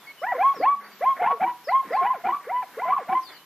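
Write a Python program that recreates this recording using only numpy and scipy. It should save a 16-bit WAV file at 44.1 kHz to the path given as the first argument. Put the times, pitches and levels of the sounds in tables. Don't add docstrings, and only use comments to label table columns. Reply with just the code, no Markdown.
import sys
import numpy as np
from scipy import signal
from scipy.fft import rfft, irfft, next_fast_len
from scipy.io import wavfile
from scipy.ndimage import uniform_filter1d, map_coordinates

SR = 44100
rng = np.random.default_rng(int(sys.argv[2]) if len(sys.argv) > 2 else 0)


def persist_wave(psi):
    counts = np.round(np.clip(psi, -1, 1) * 32767).astype(np.int16)
    wavfile.write(sys.argv[1], SR, np.atleast_2d(counts).T)


def invert_db(level):
    return 10 ** (np.asarray(level, dtype=float) / 20)


N = 152145


def unit(x):
    return x / np.sqrt(np.mean(x ** 2) + 1e-20)


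def along(points, hz):
    f, v = np.transpose(points)
    return np.interp(np.log(hz + 1), np.log(f + 1), v)


def wobble(rate_hz):
    knots = rng.standard_normal(int(N * rate_hz / SR) + 4)
    return map_coordinates(knots, [np.arange(N) * rate_hz / SR])


def filtered(x, response):
    m = next_fast_len(N + SR // 2)
    return irfft(rfft(x, m) * response(np.fft.rfftfreq(m, 1 / SR)), m)[..., :N]


def noise(spectrum):
    return unit(filtered(rng.standard_normal(N), lambda hz: invert_db(along(spectrum, hz))))


def glides(rows, flutter):
    t, out, shake = np.arange(N) / SR, np.zeros(N), wobble(150)
    for start_s, length_s, hz0, hz1, db in rows:
        u = np.clip((t - start_s) / length_s, 0, 1)
        pitch_hz = (hz0 + (hz1 - hz0) * u) * (1 + flutter * shake)
        phase = 2 * np.pi * np.cumsum(pitch_hz) / SR
        out += invert_db(db + 7.5) * np.sin(np.pi * u) ** 0.15 * np.sin(phase)
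    return out


def leaves():
    # hz, density_db
    rustle_colour = [(59, -68.5), (100, -13.5), (327, -11.5), (662, -15), (982, -8.5), (1650, -12.5),
                     (3950, -17), (8690, -26), (14300, -18)]
    # hz, left_right_likeness
    likeness = [(200, 0.94), (2000, 0.94), (4000, 0.052), (8000, 0.085), (13000, .7)]
    level_db, hiss_left_db = -50.5, -1

    def mid_side(hz):
        turn = np.arccos(np.clip(along(likeness, hz), -1, 1)) / 2
        return invert_db(along(rustle_colour, hz)) * [np.cos(turn), np.sin(turn)]

    def hiss_balance(hz):
        return invert_db(np.outer([.5, -.5], hiss_left_db * (hz > 7000)))

    mid, side = filtered(rng.standard_normal((2, N)), mid_side)
    pair = filtered(np.array([mid + side, mid - side]), hiss_balance)
    return invert_db(level_db + wobble(6.0)) * unit(pair)


def birds():
    # start_s, length_s, start_hz, end_hz, level_db
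    chirps = [(0, .12, 3550, 3000, -66), (.2, .03, 5400, 5200, -62), (.9, .04, 4800, 4500, -62),
              (.83, .04, 4400, 4600, -64), (.165, .05, 3000, 2995, -58), (.545, .1, 5600, 4100, -57),
              (1.64, .085, 5500, 3850, -55), (1.915, .022, 5150, 4650, -59), (1.937, .047, 4750, 3900, -58),
              (3.2, .03, 6200, 5100, -65), (3.228, .072, 5000, 3950, -53), (3.318, .022, 4950, 4550, -57),
              (3.34, .045, 4600, 3900, -57), (.06, .06, 4700, 4000, -62), (3.265, .05, 3700, 3400, -58),
              (3.3, .06, 3200, 2900, -62), (3.37, .06, 2950, 3050, -64), (1.93, .008, 4200, 3100, -56)]
    smear_t60_s, direct = .16, .55
    t = np.arange(SR // 5) / SR
    smear = rng.standard_normal((2, len(t))) * invert_db(-60 * t / smear_t60_s)
    paths = smear / np.linalg.norm(smear[0]) + direct * (t == 0)
    song = glides(chirps, flutter=.016)
    return signal.fftconvolve(song[None], paths, axes=1)[:, :N] * invert_db([[.5], [-1]])


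def air_bursts(rows, spectrum):
    t = np.arange(N) / SR
    swell = sum(invert_db(db) * np.sin(np.pi * np.clip((t - start_s) / length_s, 0, 1))
                for start_s, length_s, db in rows)
    return swell * invert_db(2.8 * wobble(52)) * noise(spectrum)


def huffs():
    # start_s, length_s, level_db
    puffs = [
        (.55, 0.11, -44.5),
        (1.84, 0.089, -48),
        (2.2, 0.087, -59.5),
    ]
    # hz, level_db
    puff_colour = [(80, -28), (130, -6), (300, 6), (500, -7.5), (900, -40)]
    return air_bursts(puffs, puff_colour)


def breaths():
    # start_s, length_s, level_db
    gasps = [(0, 0.15, -55), (.53, 0.082, -51), (0.32, 0.088, -41.5), (2.14, 0.11, -51.5),
             (2.98, 0.087, -48.5), (0.776, .18, -46.5), (1.15, 0.076, -40.5), (1.817, 0.28, -42.5),
             (2.39, 0.2, -46), (2.665, 0.16, -53.5), (3.274, 0.11, -46.5)]
    # hz, level_db
    gasp_colour = [(100, -47), (250, -6.5), (700, -2), (1000, -4), (1700, 2), (2250, -0.5), (2800, -38.5),
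                   (5000, -53.5)]
    return air_bursts(gasps, gasp_colour)


def grunts():
    # start_s, length_s, start_hz, end_hz, level_db
    grunt_notes = [(1.41, 0.016, 200, 220, -45.5), (1.44, 0.044, 333, 344, -46.5),
                   (2.252, 0.016, 231, 242, -46.5), (2.27, 0.055, 356, 348, -46),
                   (3.09, 0.012, 204, 228, -43.5), (3.115, 0.051, 372.3, 324, -45.5),
                   (.07, 0.051, 2178, 2220, -47), (.74, .27, 213, 199.2, -66.5),
                   (1.215, 0.012, 470, 522, -34), (2.77, 0.027, 437.7, 464, -39),
                   (2.012, 0.026, 446, 339, -44)]
    return glides(grunt_notes, flutter=0.0022)


def register(rows, bend, start_db, end_db, bright_db, hoarse_db, sag):
    # hz, level_re_fundamental_db
    overtone_levels = [(900, -19.5), (1500, -27), (2000, -19.5), (2450, -25.5), (2800, -32.5), (3300, -33),
                       (5000, -50.5)]
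    # hz, level_db
    hoarse_colour = [(100, -66.5), (200, -7), (700, -3), (1500, 4.5), (2400, -15), (3200, -17.5),
                     (5000, -45), (7000, -82.5)]
    # from_s, to_s, extra_octave_db, extra_noise_db
    strained = [(.21, .25, 13, 3), (.25, .3, 18, 3), (.3, .33, 10, 0), (.33, .36, 8, 2), (.5, .56, 4, 14),
                (1.19, 1.3, 0, 8), (1.39, 1.46, 0, 7), (1.81, 1.83, 0, 12), (2, 2.03, 0, 9),
                (2.04, 2.06, 0, 7), (2.1, 2.15, 6, 8), (2.23, 2.4, 0, 9), (2.6, 2.63, 6, 5),
                (2.76, 3.03, 0, 8), (3.06, 3.12, 0, 9)]
    edge_s, jitter_depth, shimmer_db, breakup_db, fourth_db = .007, .006, 32, 4, -12
    out, rasp = np.zeros(N), noise(hoarse_colour)
    jitter, shimmer, breakup = wobble(150), wobble(70), wobble(110)
    for start_s, length_s, hz0, hz1, db in rows:
        strains = [(octave, rough) for t0, t1, octave, rough in strained if t0 < start_s < t1]
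        octave_db, rough_db = np.sum(strains + [(0, 0.0047)], axis=0)
        t = np.arange(int((length_s + 2.26 * edge_s) * SR)) / SR
        u = t / length_s
        first = int(start_s * SR)
        cut = slice(first, first + len(t))

        glide_hz = hz0 + (hz1 - hz0) * np.expm1(-bend * u) / np.expm1(-bend)
        pitch_hz = glide_hz * (1 - sag * u ** 3 + jitter_depth * invert_db(rough_db) * jitter[cut])
        phase = 2 * np.pi * np.cumsum(pitch_hz) / SR

        overtones = np.zeros(len(t))
        for k in range(2, 5):
            extra_db = octave_db * (k == 2) + fourth_db * (k == 4)
            overtones += invert_db(along(overtone_levels, k * pitch_hz) + extra_db) * np.sin(k * phase + k)
        dull_onset_db = 0.7 * start_db * np.clip(1 - u, 0, 1) ** 2
        tone = np.sin(phase) + invert_db(bright_db + dull_onset_db + breakup_db * breakup[cut]) * overtones

        gate = (1 + 0.74 * np.sin(phase)) * np.sin(np.pi * t / t[-1])
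        voice = np.sqrt(2) * tone + invert_db(hoarse_db + rough_db) * gate * 1.56 * rasp[cut]

        edge = np.sin(np.pi / 2 * np.clip(np.minimum(t, (t[-1] - t) / 2) / edge_s, 0, 1)) ** 2
        onset_db = start_db * np.clip(1 - 2.5 * u, 0, 1)
        dips_db = shimmer_db * invert_db(hoarse_db + rough_db / 2) ** 0.58 / 4 * shimmer[cut] ** 2
        out[cut] += edge * invert_db(db + onset_db + end_db * u ** 2 - dips_db) * voice
    return out


def barks():
    # start_s, length_s, start_hz, end_hz, peak_db
    chest = [(.214, 0.051, 511, 869, -27), (.376, 0.048, 580.5, 814, -22.5), (.597, 0.06, 437.6, 894, -21),
             (1.006, 0.046, 471.5, 845, -23.5), (1.186, 0.034, 550, 853, -27.5),
             (1.21, 0.037, 718, 705.7, -22), (1.243, 0.029, 701, 899, -20), (1.395, 0.032, 578, 876, -25.5),
             (1.418, 0.027, 727, 776, -23), (1.669, .05, 490, 829, -24), (1.902, 0.067, 420.6, 889, -24),
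             (2.009, 0.052, 661.7, 818, -23.5), (2.236, 0.0329, 667, 803, -25),
             (2.262, 0.034, 699, 758, -29), (2.466, 0.046, 392, 771, -30), (2.768, 0.05, 427, 804, -32),
             (2.85, 0.052, 602.5, 773, -26), (3.067, 0.035, 491, 807, -29.5),
             (3.098, 0.032, 734, 775, -22.5)]
    # start_s, length_s, start_hz, end_hz, peak_db
    head = [(.268, 0.055, 935, 988, -23), (.427, 0.095, 965, 1126, -16), (.652, 0.089, 965, 1162, -16),
            (1.05, 0.076, 933, 1106, -16.5), (1.232, 0.1, 883, 972.5, -21), (1.27, 0.067, 969, 1129, -18.5),
            (1.445, 0.073, 886, 997.4, -19), (1.716, 0.089, 925, 1097, -16.5),
            (1.965, 0.08, 1023, 1084, -20), (2.05, 0.058, 874, 1015, -19), (2.098, 0.032, 1040, 1043, -19),
            (2.278, 0.037, 894, 995, -17), (2.318, 0.053, 1026, 1189, -20.5), (2.514, 0.11, 906, 1016, -20),
            (2.815, 0.065, 888, 1033, -23), (2.895, 0.033, 923, 1024, -19), (2.917, 0.041, 980, 1173, -17),
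            (2.96, 0.021, 1106, 1074, -16.5), (3.085, 0.11, 862, 1115, -29.5),
            (3.14, 0.053, 913, 1062, -19)]
    # start_s, length_s, start_hz, end_hz, peak_db
    falls = [
        (.313, 0.03, 918, 555.6, -21),
        (.343, 0.038, 549, 483, -28),
        (.53, 0.073, 862, 292, -39.5),
        (1.293, 0.03, 936, 642, -22),
        (1.322, 0.049, 502, 430, -34.5),
        (1.822, 0.035, 916, 400, -42.5),
        (2.124, .056, 1004, 450.5, -30.5),
        (2.615, 0.038, 959, 619, -34),
        (2.975, 0.047, 947, 488, -31.5),
    ]
    # time_s, depth_db
    catches = [(0.264, -16), (0.319, -4.5), (0.376, -13), (.61, -10.5), (0.621, -5.5), (.655, 1),
               (1.046, -7.5), (1.056, -0.5), (1.216, -8), (1.413, -9.5), (1.474, -19), (1.92, -24),
               (1.967, 2), (1.983, -13), (2.127, -4.5), (2.139, 0), (2.261, -13), (2.317, -20),
               (2.342, -17), (2.357, -19), (2.376, -21), (1.52, -6), (2.618, -5), (2.819, -2), (2.851, -18),
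               (2.915, -9.5), (2.941, -20), (2.959, -29), (2.972, -30), (3.142, -11.5)]
    # centre_hz, width_hz, level_db
    throat = [
        (755, 25, -8),
    ]
    catch_s, ground_s, ground_gain = 0.0018, .00322, -.35
    t = np.arange(N) / SR
    out = register(chest, bend=.35, start_db=-8, end_db=0, bright_db=7, hoarse_db=-23, sag=0)
    out += register(head, bend=4, start_db=-6, end_db=-9, bright_db=-4, hoarse_db=-33, sag=.025)
    out += register(falls, bend=.6, start_db=0, end_db=-9, bright_db=3, hoarse_db=-21, sag=0)
    out = out * invert_db(sum(db * np.exp(-((t - time_s) / catch_s) ** 2) for time_s, db in catches))

    def throat_and_ground(f):
        ring = sum(invert_db(db) * 1j * f * w / (c * c - f * f + 1j * f * w) for c, w, db in throat)
        bounce = ground_gain * np.exp(-2j * np.pi * f * ground_s)
        return (1 + ring) * (1 + bounce)

    return filtered(out, throat_and_ground)


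def trees(x):
    # delay_s, level_db
    echoes = [
        (.056, -18.5),
        (.11, -34),
    ]
    t60_s, tail_db, tail_side_db, spread_s = .4, -19, -12, .012
    t = np.arange(SR // 2) / SR
    tail = rng.standard_normal((2, len(t))) * invert_db(-60 * t / t60_s)
    mid, side = tail / np.linalg.norm(tail[0]) * invert_db([[tail_db], [tail_db + tail_side_db]])
    for delay_s, db in echoes:
        clump = rng.standard_normal(len(t)) * np.exp(-((t - delay_s) / spread_s) ** 2)
        mid += invert_db(db) * clump / np.linalg.norm(clump)
    return x + signal.fftconvolve(x[None], np.array([mid + side, mid - side]), axes=1)[:, :N]


def treble_gaps(x):
    # hz, rarity_deviations
    gap_rarity = [(6000, 9), (7200, 1.3), (8500, .5), (11000, .7), (13500, 1.3)]
    hz, t, z = signal.stft(x, SR, nperseg=2048)
    field = uniform_filter1d(rng.standard_normal((33, len(t))), size=2, axis=0)
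    field = unit(uniform_filter1d(field, size=3, axis=1))
    keep = field[np.arange(len(hz)) // 32] < along(gap_rarity, hz)[:, None]
    return signal.istft(z * np.where(keep, 1, .02), SR, nperseg=2048)[1][:, :N]


def microphone_rumble():
    # hz, level_db
    rumble_colour = [(20, -3), (50, 5.5), (100, -9), (200, -50.5)]
    mid = invert_db(-88) * noise(rumble_colour)
    side = invert_db(-88 - 18) * noise(rumble_colour)
    return np.array([mid + side, mid - side])


def scene():
    herd = barks() + grunts() + breaths() + huffs()
    return trees(herd) + birds() + leaves()


def band_limit(x):
    return signal.sosfilt(signal.butter(12, 15590, fs=SR, output="sos"), x)


def record(dry):
    low_cut_hz, top_hz = 135, 14250
    cut = filtered(dry, lambda hz: (hz < top_hz) / np.sqrt(1 + (low_cut_hz / (hz + 1)) ** 14))
    mix = treble_gaps(cut) + microphone_rumble()
    return band_limit(mix)


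dry = scene()
out = record(dry)
persist_wave(out)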